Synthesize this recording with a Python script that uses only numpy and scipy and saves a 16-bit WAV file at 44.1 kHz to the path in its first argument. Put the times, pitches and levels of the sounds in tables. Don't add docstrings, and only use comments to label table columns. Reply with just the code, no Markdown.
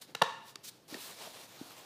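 import sys
import numpy as np
from scipy import signal
from scipy.io import wavfile

SR = 44100
rng = np.random.default_rng(int(sys.argv[2]) if len(sys.argv) > 2 else 0)


def unload_audio(sound):
    columns = np.transpose(np.atleast_2d(sound))
    steps = np.round(np.clip(columns, -1, 1) * 32767)
    wavfile.write(sys.argv[1], SR, steps.astype(np.int16))


def decibels_to_gain(level_db):
    exponent = np.asarray(level_db, float) / 20
    return 10 ** exponent


N = 81585
TIME = np.arange(N) / SR


def at_hz(points, hz):
    table_hz, value = np.transpose(points)
    return np.interp(np.log(hz), np.log(table_hz), value)


def drift(rate_hz):
    step = 40
    r = np.exp(-2 * np.pi * step * rate_hz / SR)
    noise = rng.standard_normal(N // step + 2002)
    slow = signal.lfilter([1], [1, -2 * r, r * r], noise)[2000:]
    return np.interp(np.arange(N) / step, np.arange(len(slow)), slow / slow.std())


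def ring(clicks, hz, t60):
    r = decibels_to_gain(-60 / (t60 * SR))
    w = 2 * np.pi * hz / SR
    return signal.lfilter([0, np.sin(w)], [1, -2 * r * np.cos(w), r * r], clicks + 1e-18)


def low_pass(x, order, hz):
    return signal.sosfilt(signal.butter(order, hz, fs=SR, output="sos"), x)


def band_pass(x, order, low_hz, high_hz):
    return signal.sosfilt(signal.butter(order, [low_hz, high_hz], "band", fs=SR, output="sos"), x)


EDGES = 22 * 2 ** np.arange(0, 9.7, 1 / 3)


def bands(sources):
    for k, (low, high) in enumerate(zip(EDGES, EDGES[1:])):
        yield np.sqrt(low * high), band_pass(sources[k % 2], 2, low, high)


# pitch in [Hz], level in [dB per Hz].
HUSH_COLOUR = [(25, -24), (75, -22.5), (125, -4), (450, -8.5), (1000, -17), (2100, -24), (3500, -22),
               (15500, -34.5)]


def hush():
    out = 0
    for hz, band in bands(rng.standard_normal((2, N))):
        out = out + decibels_to_gain(at_hz(HUSH_COLOUR, hz) + 1.3 * drift(18)) * band
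    return decibels_to_gain(-63.5) * out / out.std()


# pitch in [Hz], time to fall 60 dB in [s].
ROOM_DECAY = [(120, 0.51), (400, 0.44), (1000, 0.59), (2500, 0.59), (5000, 0.54), (12000, 0.45)]
# pitch in [Hz], level in [dB].
ROOM_COLOUR = [(120, -6), (450, 1.5), (680, -7), (1000, 2.2), (2000, 1.5), (3500, 1.5), (6000, 3),
               (12000, -5.5)]


def room(x, crack):
    delay_s, build_up_s = 0.0075, 0.0072
    room_db, crack_db = -9, 6.5
    x = low_pass(x, 1, 3600)
    t = TIME[:SR]
    tail, wash = 0, 0
    energy = np.roll(crack, int(delay_s * SR)) ** 2
    for hz, band in bands(rng.standard_normal((2, N))):
        keep = decibels_to_gain(-120 / (at_hz(ROOM_DECAY, hz) * SR))
        band = band * decibels_to_gain(at_hz(ROOM_COLOUR, hz)) * np.sqrt(1 - keep)
        tail = tail + band[:SR] * keep ** (t * SR / 2)
        wash = wash + band * np.sqrt(signal.lfilter([1], [1, -keep], energy + 1e-18))
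    tail = tail * np.clip((t - delay_s) / build_up_s, 0, 1)
    wash = band_pass(wash, 1, 1200, BOX_CRACK[2])
    return decibels_to_gain(room_db) * (signal.fftconvolve(x, tail)[:N] + decibels_to_gain(crack_db) * wash)


# start in [s], rise in [s], hold in [s], level in [dB],
# brightness in [dB per octave].
FINGER_SLIDES = [
    (.010, 0.0085, 0.0067, -51, 1.5),
    (0.066, 0.029, 0.0094, -62, -1),
    (0.414, 0.088, 0.0042, -55, 1.5),
    (0.629, 0.018, 0.047, -49.5, 3.5),
    (0.698, .02, 0.036, -67.5, 2.2),
    (0.879, 0.0014, .012, -60.5, 3),
    (1.047, 0.033, 0.034, -59.5, 6.5),
    (1.198, 0.019, 0.0053, -51.5, -0.5),
    (1.332, 0.012, 0.011, -59.5, -1),
]
SLIDE_FALL = [470, 362, 590, 1550, 304, 295, 500, 306, 207]
# time in [s], level in [dB], brightness in [dB per octave].
LIFT_SLIDE = [(0.867, -82, 1), (0.882, -69, -2), (0.908, -49.5, 0.7), (.96, -50, -.9), (1.0, -50.5, 1.4),
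              (1.04, -46, 1.5), (1.108, -53, -1.1), (1.155, -55.5, 0.8), (1.191, -49, 0),
              (1.218, -55.5, -0.1), (1.26, -53.5, 0.1), (1.325, -56.5, .6), (1.35, -54.5, 0.5),
              (1.443, -54, 0.3), (1.477, -63, 1), (1.52, -57, -.2), (1.80, -54, -0.25), (1.85, -58.5, -0.3)]
# pitch in [Hz], level in [dB per Hz].
CARD_COLOUR = [(100, -7), (200, -9.5), (600, 1), (2100, -6), (3200, -3.5), (4400, -2), (5600, -7.5),
               (15500, -13.5)]


def slide_strokes():
    s, lift_db, lift_tilt = np.transpose(LIFT_SLIDE)
    strokes = [(np.interp(TIME, s, lift_db, left=-120), np.interp(TIME, s, lift_tilt))]
    for (start, rise, hold, db, tilt), fall in zip(FINGER_SLIDES, SLIDE_FALL):
        rising = 1.24 * 20 * np.log10(np.clip((TIME - start) / rise, 1e-6, 1))
        falling = fall * np.maximum(TIME - start - rise - hold, 0)
        strokes.append((db + rising - falling, tilt))
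    return strokes


def rubbing():
    grains_per_s, spread_db, patchy_db = 9000, 2, 1.1
    strokes = slide_strokes()
    sizes = decibels_to_gain(spread_db * np.minimum(rng.exponential(1, (2, N)), 5))
    sizes = sizes * rng.choice([-1, 1], (2, N))
    grains = sizes * (rng.random((2, N)) < grains_per_s / SR)
    together = drift(18.6)
    out, power = 0, 0
    for hz, band in bands(grains / grains.std()):
        band = decibels_to_gain(at_hz(CARD_COLOUR, hz)) * band
        if hz > 1500:
            power += np.mean(band ** 2)
        octaves = np.log2(np.clip(hz, 400, 9000) / 3500)
        if hz < 3500:
            octaves = 2.1 * octaves
        pressure = sum(decibels_to_gain(db + tilt * octaves) for db, tilt in strokes)
        patches = decibels_to_gain(patchy_db * (0.97 * together + drift(6.8)))
        out = out + pressure * patches * band
    return out / np.sqrt(power)


# time in [s], peak in [dB], pitch in [Hz], time to fall 60 dB in [s].
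SINGLE_RINGS = [(.090, -54, 335, 0.083), (0.152, -45.5, 168, 0.041), (0.2188, -28.5, 169.7, 0.042),
                (0.558, -51, 410, 0.038), (.558, -40, 1190, 0.014), (.9245, -37.5, 292, 0.047),
                (0.942, -35, 1850, 0.02), (.947, -34, 380, 0.032), (.950, -36.5, 244, 0.027),
                (.966, -50, 393, 0.089), (1.2705, -46, 644, 0.054), (1.2752, -40.5, 677, 0.024),
                (1.385, -54, 507, 0.051), (1.6125, -31.5, 287, 0.032)]


def single_rings():
    out = np.zeros(N)
    for s, db, hz, t60 in SINGLE_RINGS:
        push = decibels_to_gain(db) * (np.arange(N) == int(s * SR))
        out += ring(push, hz, t60)
    return low_pass(out, 2, 2000)


def struck(hits, modes, crack):
    s, db, hard = np.transpose(hits)
    at = (s * SR).astype(int)
    scatter_db = 1.5 * rng.standard_normal((len(s), len(modes)))
    ringing = np.zeros(N)
    for k, (hz, level_db, t60) in enumerate(modes):
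        clicks = np.zeros(N)
        clicks[at] = decibels_to_gain(db + level_db + hard * np.log2(hz / 2000) + scatter_db[:, k])
        ringing += ring(clicks, hz, t60) * (-1) ** k
    crack_db, t60, corner_hz = crack
    clicks = np.zeros(N)
    clicks[at] = decibels_to_gain(db + crack_db + 2 * hard)
    fading = signal.lfilter([1], [1, -decibels_to_gain(-60 / (t60 * SR))], clicks)
    burst = fading * rng.standard_normal(N)
    return ringing, band_pass(burst, 1, 1200, corner_hz)


# pitch in [Hz], level in [dB], time to fall 60 dB in [s].
TRAY_MODES = [(1850, -5, 0.011), (2710, -8.5, 0.03), (3530, -7, 0.031), (4700, -1.5, 0.0071),
              (5580, -15.5, 0.02), (7030, -19, 0.012)]
# time in [s], peak in [dB], hardness in [dB per octave].
TRAY_CLICKS = [
    (.5565, -45, 6),
    (.5578, -39, 2.1),
    (.9430, -36.5, 0.5),
    (.9443, -29.5, -6),
    (1.2698, -48, 0),
]
# level in [dB], time to fall 60 dB in [s], upper corner in [Hz].
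TRAY_CRACK = (-1.8, 0.0065, 6700)


def tray_clicks():
    return struck(TRAY_CLICKS, TRAY_MODES, TRAY_CRACK)


# pitch in [Hz], level in [dB], time to fall 60 dB in [s].
BOX_MODES = [(310, -13, 0.0088), (465, -5.5, 0.055), (709, -5, 0.025), (815, 0, 0.034), (1025, 8, 0.0092),
             (1410, -3.5, 0.028), (1728, -3.5, 0.028), (2807, -3, 0.018), (3060, 0.5, .01),
             (3860, 3, 0.0075), (4656, -11.5, 0.017), (2110, -17, .01), (990, -16, 0.023),
             (5690, -13.5, 0.014)]
# time in [s], peak in [dB], hardness in [dB per octave].
LID_KNOCKS = [
    (.1490, -36.5, 0.3),
    (.1503, -43, 8),
    (.1518, -41, 6.5),
    (.2155, -31.5, -3),
    (.2172, -35, -3.5),
    (.2190, -22, -2.15),
    (.2201, -20.5, 3.1),
    (.2222, -27, 2.65),
    (.2245, -27, -3.5),
    (.236, -40, 3.5),
]
# level in [dB], time to fall 60 dB in [s], upper corner in [Hz].
BOX_CRACK = (1.2, 0.0094, 4200)


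def lid_knocks():
    return struck(LID_KNOCKS, BOX_MODES, BOX_CRACK)


def scene():
    box, box_crack = lid_knocks()
    tray, tray_crack = tray_clicks()
    tray = tray + single_rings()
    rub = rubbing()
    tray_wet = decibels_to_gain(-3)
    to_room = box + tray_wet * tray + decibels_to_gain(-1.5) * rub
    echo = room(to_room, box_crack + tray_wet * tray_crack)
    near = box + box_crack + tray + tray_crack + rub + echo
    thin_bass = signal.butter(4, 119, "high", fs=SR, output="sos")
    return (signal.sosfilt(thin_bass, near) + hush())[None]


def roll_off(x):
    return signal.sosfilt(signal.butter(12, 16360, fs=SR, output="sos"), x)


def record(dry):
    overload = 0.5
    rounded = overload * np.tanh(dry / overload)
    top_cut = signal.cheby2(18, 60, 15850, fs=SR, output="sos")
    return roll_off(signal.sosfilt(top_cut, rounded))


dry = scene()
out = record(dry)
unload_audio(out)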